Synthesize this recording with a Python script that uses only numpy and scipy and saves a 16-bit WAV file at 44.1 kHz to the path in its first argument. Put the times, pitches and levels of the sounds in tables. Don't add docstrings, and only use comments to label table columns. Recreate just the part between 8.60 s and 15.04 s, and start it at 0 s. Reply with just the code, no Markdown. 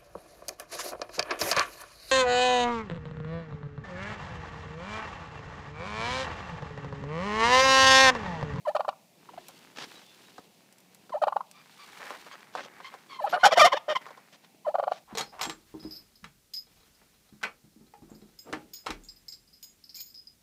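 import sys
import numpy as np
from scipy import signal
from scipy.fft import rfft, irfft
from scipy.io import wavfile
from scipy.ndimage import uniform_filter1d, map_coordinates

SR = 44100
rng = np.random.default_rng(int(sys.argv[2]) if len(sys.argv) > 2 else 0)


def waveform_to_disk(signal):
    frames = np.transpose(np.atleast_2d(signal))
    scaled = np.clip(frames, -1, 1) * 32767
    samples = np.round(scaled).astype(np.int16)
    wavfile.write(sys.argv[1], SR, samples)


N = 284004
CUTOFF_HZ = 15500


def from_db(db):
    return 10 ** (np.asarray(db) / 20)


def rms_one(x):
    return x / np.sqrt(np.mean(x ** 2) + 1e-20)


def add(out, start_s, sound):
    i = max(round(start_s * SR), 0)
    out[i:i + len(sound)] += sound[:N - i]


def cut(x, hz, kind, order=2):
    return signal.sosfilt(signal.butter(order, np.clip(hz, 10, .45 * SR), kind, fs=SR, output="sos"), x)


def wobble(n, per_s):
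    knots = rng.standard_normal(4000)
    return map_coordinates(knots, [np.arange(n) * per_s / SR], order=2, mode="wrap")


def noise(spectrum):
    hz, db = np.transpose(spectrum)
    log_hz = np.log(np.fft.rfftfreq(N, 1 / SR) + 1)
    gain = from_db(np.interp(log_hz, np.log(hz), db))
    return rms_one(irfft(rfft(rng.standard_normal(N)) * gain, N))


def grit(per_s, band_hz):
    impacts = (rng.random(N) < per_s / SR) * rng.standard_normal(N) + 1e-18
    return rms_one(cut(impacts, band_hz, "band"))


def gate(t, length, attack, release):
    rise = np.clip(t / attack + .5, 0, 1)
    fall = np.clip((length - t) / release + .5, 0, 1)
    return np.sin(np.pi / 2 * rise * fall) ** 2


def car_park(x, ground_s=.0038, ground_db=-14, near_t60=0.15, far_t60=0.63):
    t = np.arange(SR) / SR
    near = cut(rng.standard_normal(SR), 4900, "low") * from_db(-60 * t / near_t60) * (t > .006)
    far = cut(rng.standard_normal(SR), 4500, "low") * from_db(-60 * t / far_t60) * (t > .03)
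    response = 0.64 * (from_db(-21) * rms_one(near) + from_db(-33) * rms_one(far)) / np.sqrt(SR)
    response[round(ground_s * SR)] += from_db(ground_db)
    return x + signal.fftconvolve(x, response)[:N]


# frequency_hz, density_db
HUM_SPECTRUM = [(18, -53.5), (30, -37), (187, -4.5), (341, -15.5), (399, -16), (656, -13), (787, -14),
                (1260, -29.5), (1590, -28.5), (1970, -23), (2690, -19), (2910, -23.5), (4310, -23),
                (9940, -28), (15500, -29.5)]
def outdoor_hum(level_db=-62.5):
    return from_db(level_db) * noise(HUM_SPECTRUM) * from_db(0.37 * wobble(N, 22))


# frequency_hz, density_db
BASS_SPECTRUM = [(100, 1), (190, 5.5), (400, 10.5), (700, -4.5), (1100, 1), (2000, -98)]
MIDDLE_SPECTRUM = [(450, -31), (800, 7), (1100, 3), (1600, 4.5), (2300, 4), (3500, -42.5)]
TREBLE_SPECTRUM = [(1500, -30), (2600, 11.5), (4500, 8.5), (6200, 3.5), (8500, 0.5), (12000, -5),
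                   (15500, -5.5)]
FEATHER_SPECTRUM = [(60, -37), (150, 5), (450, 8.5), (1400, 7.5), (2200, 5.5), (3500, 7), (6000, -0.5),
                    (9000, -13.5), (15000, -27)]
# time_s, bass_db, middle_db, treble_db
RUSTLE_SPELLS = [
    [(0.45, -71.5, -84, -97), (0.62, -65.5, -67.5, -66), (0.77, -59, -65, -62.5), (0.85, -62.5, -64.5, -59),
     (1.16, -62.5, -64.5, -64), (1.3, -59.5, -59.5, -56), (1.42, -69, -68, -61.5), (1.65, -63.5, -64, -60),
     (1.89, -66, -70, -66.5), (2.19, -68.5, -68, -69.5), (2.48, -65.5, -69, -66.5)],
    [(2.86, -71, -87, -66.5), (2.992, -69.5, -67.5, -67.5), (3.212, -68, -62, -58.5),
     (3.364, -61.5, -53.5, -55), (3.492, -62, -49, -53), (3.578, -60.5, -56.5, -57),
     (3.744, -66, -58, -60.5), (3.974, -64, -64, -73), (4.164, -60.5, -57.5, -65), (4.35, -67, -60.5, -63),
     (4.57, -60.5, -87, -69)],
    [(5.41, -62, -54.5, -61), (5.498, -75, -58, -69.5), (5.696, -71.5, -68.5, -68),
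     (5.852, -70, -68.5, -71), (6.03, -69, -73.5, -70.5)],
]
# start_s, length_s, level_db
FEATHER_STROKES = [(1.172, 0.08, -41.5), (1.317, 0.12, -57), (3.938, 0.13, -51), (4.704, 0.018, -36.5),
                   (5.738, 0.013, -45.5), (5.845, 0.008, -49), (6.308, 0.085, -55.5)]
def rustle(grain_db=2.93, still_db=(-70.5, -70.5, -70)):
    out, t = np.zeros(N), np.arange(N) / SR
    catches = wobble(N, 71)
    spells = [np.transpose(rows) for rows in RUSTLE_SPELLS]
    envelopes = []
    for column, floor_db in enumerate(still_db, 1):
        level = sum(np.interp(t, spell[0], from_db(spell[column]), left=0, right=0) for spell in spells)
        envelopes.append(np.sqrt(np.maximum(level ** 2 - from_db(floor_db) ** 2, 0)))
    bass, middle, treble = envelopes
    for level, spectrum in [(bass, BASS_SPECTRUM), (middle, MIDDLE_SPECTRUM), (treble, TREBLE_SPECTRUM)]:
        out += level * noise(spectrum) * from_db(grain_db * (0.16 * catches + 0.74 * wobble(N, 250)))
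    out += middle * from_db(-2) * grit(per_s=60, band_hz=[750, 2200])
    strokes = sum(from_db(db) * gate(t - s, length, 0.057, 0.04) for s, length, db in FEATHER_STROKES)
    return out + strokes * noise(FEATHER_SPECTRUM) * from_db(grain_db * wobble(N, 300))


# start_s, length_s, pitch_hz, level_db
THIN_WHISTLES = [(1.327, 0.088, 3900, -61.5), (1.43, 0.13, 3530, -66), (1.638, 0.074, 3840, -68),
                 (4.62, 0.034, 11990, -63.5), (4.64, 0.23, 10050, -72.5), (4.685, 0.04, 12800, -61.5)]
def whistles():
    out = np.zeros(N)
    for s, length, hz, db in THIN_WHISTLES:
        n = round(length * SR)
        phase = 2 * np.pi * np.cumsum(hz * (1 + 0.0044 * wobble(n, 123))) / SR
        add(out, s, from_db(db) * rms_one(np.sin(phase) * np.hanning(n)))
    return out


# start_s, length_s, level_db
GRIT_SCRAPES = [(3.393, .18, -48), (3.726, 0.036, -50.5), (3.966, 0.05, -40), (4.319, 0.039, -51.5)]
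def scrapes():
    t = np.arange(N) / SR
    envelope = sum(from_db(db) * gate(t - s, length, .015, .025) for s, length, db in GRIT_SCRAPES)
    return envelope * grit(per_s=1200, band_hz=[430, 1800])


# start_s, level_db
LOW_BUMPS = [(0.943, -39), (1.343, -37.5), (1.791, -30.5), (2.504, -35), (5.535, -45), (5.946, -33.5)]
def bumps(t60=0.012, rise_s=0.0012):
    out, t = np.zeros(N), np.arange(4096) / SR
    for s, db in LOW_BUMPS:
        thud = rms_one(cut(rng.standard_normal(len(t)), [170, 420], "band"))
        add(out, s, thud * from_db(db - 60 * t / t60) * np.minimum(t / rise_s, 1))
    return out


# start_s, relative_level_db
DULL_TAPS = [(0.888, -44), (1.781, -38), (2.495, -40.5), (3.43, -42), (3.506, -31), (3.664, -39),
             (3.952, -27), (4.059, -42.5), (4.203, -41.5), (4.34, -36.5), (5.465, -35.5), (5.484, -41.5),
             (5.506, -38), (5.574, -41.5)]
GRIT_TICKS = [(0.8843, -30.5), (2.126, -41.5), (2.1833, -41), (2.2035, -42), (2.347, -36), (2.9134, -36),
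              (4.695, -44)]
def taps(tap_db=-4, tap_t60=0.07, tick_db=-10, tick_t60=.03, crack_s=0.000087):
    out, t = np.zeros(N), np.arange(8192) / SR
    crack = 1 + from_db(10) * np.exp(-t / crack_s)
    for s, db in DULL_TAPS:
        contact = rng.standard_normal(len(t)) * crack * from_db(db + tap_db - 60 * t / tap_t60)
        thud = cut(contact, [450, 1300], "band") * np.sqrt(SR / 1700)
        scuff = cut(contact, [1500, 4500], "band") * np.sqrt(SR / 6000)
        add(out, s, thud + from_db(-12) * scuff)
    for s, db in GRIT_TICKS:
        contact = rng.standard_normal(len(t)) * crack * from_db(db + tick_db - 60 * t / tick_t60)
        add(out, s, cut(contact, [2000, 12000], "band", order=1))
    return out


# harmonic_number, relative_level_db
WHINE_HARMONICS = [(1, 5.5), (2, 0.5), (3, -3), (4, -4), (5, -21)]
# start_s, length_s, first_pitch_hz,
# last_pitch_hz, level_db
THIN_WHINES = [(2.922, 0.12, 1167, 1190, -59), (3.18, 0.081, 1180, 1128, -53),
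               (3.701, 0.047, 1093, 1104, -53), (3.715, 0.032, 1604, 1643, -52),
               (4.227, 0.071, 1002, 1100, -47), (4.483, 0.11, 1140, 1034, -47.5),
               (4.78, 0.091, 1002, 1115, -44.5)]
def whines(hoarse_db=-7):
    out = np.zeros(N)
    for s, length, first_hz, last_hz, db in THIN_WHINES:
        n = round(length * SR)
        pitch = np.linspace(first_hz, last_hz, n) * (1 + .022 * wobble(n, 1200))
        phase = 2 * np.pi * np.cumsum(pitch) / SR
        tone = sum(from_db(level_db) * np.sin(k * phase) * (1 + 0.8 * wobble(n, 350))
                   for k, level_db in WHINE_HARMONICS)
        air = rms_one(cut(rng.standard_normal(n), [900, 4000], "band"))
        call = rms_one(tone) + from_db(hoarse_db) * air
        add(out, s, from_db(db) * rms_one(call * np.hanning(n) ** 0.48))
    return out


# frequency_hz, density_db
PUFF_SPECTRUM = [(20, -2.5), (90, -15.5), (170, 4.5), (270, -10.5), (450, -3.5), (800, -25.5)]
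def puffs(voice, gain_db=-21):
    power = uniform_filter1d(cut(voice, 2100, "high") ** 2, size=400)
    return from_db(gain_db) * np.sqrt(np.abs(power)) * noise(PUFF_SPECTRUM)


# centre_hz, bandwidth_hz, gain_db
SHUT_FORMANTS = [(1745, 120, 10.5), (2350, 630, -2), (2970, 320, 1.5), (3970, 200, -6.5), (4260, 640, -1),
                 (6740, 2000, -11.5), (9900, 920, -9.5), (13000, 4000, -19.5)]
OPEN_FORMANTS = [(1968, 290, 2), (2336, 200, -3.5), (3200, 440, 2.5), (3574, 220, 0.5), (4560, 1900, -4),
                 (5340, 360, -5), (6600, 380, -7), (7670, 510, -12), (9900, 3300, -17),
                 (13500, 1200, -30.5)]
def throat(x, tilt_db, opening):
    out = 0
    for formants, share in [(SHUT_FORMANTS, 1 - opening), (OPEN_FORMANTS, opening)]:
        for hz, width, db in formants:
            gain = share * from_db(db + tilt_db * np.log2(max(hz / 3500, 1)))
            out += gain * cut(x, [hz - width / 2, hz + width / 2], "band")
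    return out


LEAD_S = .02
def syrinx(length, glide_hz, db, octave_db, overtones_db, tilt_db, rasp,
           jitter=0.074, croak_db=-10, attack=.96, grow_db=0):
    n, rasp = 4096, np.clip(rasp, 0, 1)
    t = np.arange(n) / SR - LEAD_S
    pitch = np.interp(t, [0, length / 2, length], glide_hz)
    pitch *= 1 + (0.015 + jitter * rasp) * wobble(n, 900.3)
    phase = 2 * np.pi * np.cumsum(pitch) / SR
    tone = np.sin(phase) * (1 + .4 * rasp * wobble(n, 500))
    tone += from_db(octave_db) * np.sin(2 * phase) * (1 + .4 * rasp * wobble(n, 682))
    tone += from_db(croak_db) * rasp * rms_one(cut(rng.standard_normal(n), [500, 1550], "band", order=4))
    slaps = rms_one(sum(np.cos(k * phase) * k ** -.6 * (k * pitch < CUTOFF_HZ) for k in range(3, 26)))
    air = (0.25 + 0.7 * rasp ** 2) * rng.standard_normal(n) * (1 + 0.26 * np.cos(phase))
    rattle_hz = 175 * (1 + 0.33 * wobble(n, 192))
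    rattle_db = 6 * rasp * np.cos(2 * np.pi * np.cumsum(rattle_hz) / SR)
    ramp_s = min(length, .02)
    valve = np.clip((t + 0.00042) / 0.0033, 0, 1)
    build_up = np.clip((t + .002) / (.35 * length + .002), 0, 1)
    push = gate(t, length, 1.8 * ramp_s, 1.6 * ramp_s) * from_db(rattle_db) * valve * build_up
    beak_opening = np.clip((overtones_db + 18.5) / 9, 0, 1)
    overtones = throat((slaps + air) * push, tilt_db, beak_opening)
    overtones /= np.sqrt(np.sum(overtones ** 2) / (length * SR))
    swell = gate(t, length, attack * ramp_s, 0.01) * np.sqrt(valve)
    swell *= from_db(grow_db * np.clip(t / length - .5, -1, 1))
    tone = np.sqrt(2) * cut(tone * swell, 300, "high", order=3)
    return from_db(db) * (tone + from_db(overtones_db) * overtones)


# start_s, pitch_hz, level_db
SOFT_CLUCKS = [(0.688, 983, -44.5), (0.733, 742, -48.5), (0.775, 686, -37)]
def clucks(length_s=0.0122):
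    out = np.zeros(N)
    for s, hz, db in SOFT_CLUCKS:
        glide = hz * np.array([1.38, 0.96, 0.97])
        cluck = syrinx(length_s, glide, db, octave_db=-23, overtones_db=-19, tilt_db=-12, rasp=0.44)
        add(out, s - LEAD_S, cluck)
    return out


# break_s, hold_s, whistle_db, low_tone_db, lift_db, overtones_re_tone_db
GOBBLE_OPENINGS = [(0.07, 0.027, -35.5, -24, -37, -19.5), (2.539, 0.025, -35.5, -27, -36.5, -28.5),
                   (4.606, 0.034, -35, -35.5, -25.5, -15), (6.066, 0.03, -39, -24.5, -41.5, -28)]
def openings(whistle_s=0.019, lift_s=0.024):
    out = np.zeros(N)
    for s, hold_s, whistle_db, low_db, lift_db, overtones_db in GOBBLE_OPENINGS:
        whistle = syrinx(whistle_s, (1040, 1034, 890), whistle_db, octave_db=-22, overtones_db=-24,
                         tilt_db=-2.5, rasp=.17, grow_db=11.5)
        low = syrinx(hold_s, (721, 561.5, 670), low_db, octave_db=-19.5, overtones_db=overtones_db,
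                     tilt_db=2, rasp=0.098, attack=0.33)
        lift = syrinx(lift_s, (800, 805, 987), lift_db, octave_db=-32, overtones_db=-29.5,
                      tilt_db=4, rasp=0.1, croak_db=-6.5, grow_db=-13.5)
        add(out, s - whistle_s - LEAD_S, whistle)
        add(out, s - LEAD_S, low)
        add(out, s + hold_s - LEAD_S, lift)
    return out


# frequency_hz, relative_level_db, t60_s
WINDPIPE_MODES = [(1150, -11, 0.029), (1413, -16, 0.027)]
def windpipe_pop(hz, db, pitch_t60=0.019, rise_s=0.0013):
    t = np.arange(2048) / SR
    ringing = sum(from_db(db + mode_db - 60 * t / t60) * np.sin(2 * np.pi * mode_hz * t)
                  for mode_hz, mode_db, t60 in [(hz, 0, pitch_t60)] + WINDPIPE_MODES)
    onset = 1 - np.exp(-(t / rise_s) ** 2)
    return cut(2 * ringing * onset, [450, 1650], "band", order=3)


# delay_s, relative_level_db, pitch_ratio
FLICK_KNOCKS = [(.0008, 4, 0.999), (.005, -8, 1.206)]
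# flick_start_s, hum_s, pitch_hz, level_db, relative_overtones_db
RATTLE_BEATS = [(0.161, 0.011, 803, -17, -23), (0.203, 0.0078, 799, -20, -26.5), (0.245, 0, 860, -27, -34),
                (0.286, 0.0047, 800, -18, -22.5), (0.326, 0, 1024, -41.5, -43),
                (2.634, 0.016, 792, -17, -24.5), (2.678, 0.0079, 822, -17.5, -27),
                (2.722, 0, 912, -23, -37), (2.763, 0.0017, 834, -19, -32.5), (2.805, 0, 1007, -28.5, -34),
                (6.151, 0.0083, 720, -19, -32.5), (6.195, 0.011, 678, -20, -31),
                (6.235, .007, 702, -21, -29), (6.276, 0.0047, 719, -21.5, -30.5),
                (6.316, 0.00097, 676.6, -21, -23.5)]
def rattles(flick_s=0.0078, rise_ratio=1.16, shut_s=0.00138):
    out = np.zeros(N)
    for s, hum_s, hz, db, overtones_db in RATTLE_BEATS:
        if hum_s > 0:
            hum = syrinx(hum_s, (745.7, 611, 623), db - 3, octave_db=overtones_db + 11,
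                         overtones_db=overtones_db + 0.5, tilt_db=1, rasp=0.11, grow_db=3.5)
            add(out, s - hum_s - shut_s - LEAD_S, hum)
        glide = [hz / rise_ratio, hz, hz * rise_ratio]
        flick = syrinx(flick_s, glide, db - 8, octave_db=-23, overtones_db=overtones_db + 8,
                       tilt_db=-6.5, rasp=0)
        add(out, s - LEAD_S, flick)
        for delay_s, knock_db, ratio in FLICK_KNOCKS:
            add(out, s + delay_s, windpipe_pop(hz * ratio, db + knock_db))
    return out


# start_s, length_s, pitch_hz, level_db
CLOSE_SQUEALS = [(4.908, 0.014, 1157, -29.5), (4.956, 0.026, 940, -29.5), (4.991, 0.019, 1178, -14.5),
                 (5.118, 0.019, 1035, -25), (5.166, 0.0118, 938, -29.5), (5.351, .019, 1047, -26.5)]
# start_s, length_s, first_pitch_hz, last_pitch_hz, level_db,
# octave_re_tone_db, overtones_re_tone_db, rasp_fraction
CLOSE_BARKS = [(4.661, 0.022, 653, 640, -31.5, -7, -14.5, 0.74),
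               (4.726, 0.032, 664.5, 742, -24.5, -4.5, -15, 1), (4.757, 0.026, 630, 597, -34, 1, -20, 1),
               (4.832, 0.023, 716, 751, -18.5, 3.5, -6.5, 0.75),
               (4.844, 0.029, 894, 757, -13, -21.5, -10, .95),
               (4.869, 0.023, 673, 553, -28.5, -7, -11.5, 0.6),
               (4.918, .02, 703, 571, -18.5, -18.5, -8.5, 0.8),
               (4.971, 0.019, 692, 696, -15, -11.5, -9.5, 0.7),
               (5.007, .018, 728.5, 595.5, -14.5, -3.5, -6, 0.07),
               (5.016, .033, 592, 618.4, -24.5, 10, -0.5, 0),
               (5.042, .023, 665.6, 738, -14, -16, -7.5, 0.4), (5.061, .019, 629, 522, -29.5, 9.5, 1, .75),
               (5.128, .018, 631.7, 558, -23, -11.5, -14.5, 0.8),
               (5.144, 0.029, 578, 620, -36.5, -6, -5, 0), (5.28, 0.05, 618, 581, -27, -10, -8.5, 0.73)]
def close_gobble(fall_ratio=1.07, loud_db=-14, tilt_per_db=1.06):
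    out = np.zeros(N)
    for s, length, hz, db in CLOSE_SQUEALS:
        glide = [hz * fall_ratio, hz, hz / fall_ratio]
        tilt_db = -0.5 + tilt_per_db * (db - loud_db)
        squeal = syrinx(length, glide, db, octave_db=-7, overtones_db=-7.5, tilt_db=tilt_db,
                        rasp=.55, grow_db=6)
        add(out, s - LEAD_S, squeal)
    for s, length, first_hz, last_hz, db, octave_db, overtones_db, rasp in CLOSE_BARKS:
        glide = [first_hz, (first_hz + last_hz) / 2, last_hz]
        tilt_db = 1 + tilt_per_db * (db - loud_db)
        bark = syrinx(length, glide, db, octave_db, overtones_db, tilt_db, rasp, jitter=.06)
        add(out, s - LEAD_S, bark)
    return out


def scene():
    voice = openings() + rattles() + close_gobble() + clucks()
    breath = puffs(voice)
    hum = outdoor_hum()
    direct = voice + breath + whines() + whistles() + taps() + scrapes() + bumps()
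    return (car_park(direct) + rustle() + hum)[None]


def record(dry):
    thin = cut(dry, 100, "high")
    return signal.sosfilt(signal.ellip(10, .2, 80, CUTOFF_HZ, fs=SR, output="sos"), thin)


dry = scene()
out = record(dry)
waveform_to_disk(out)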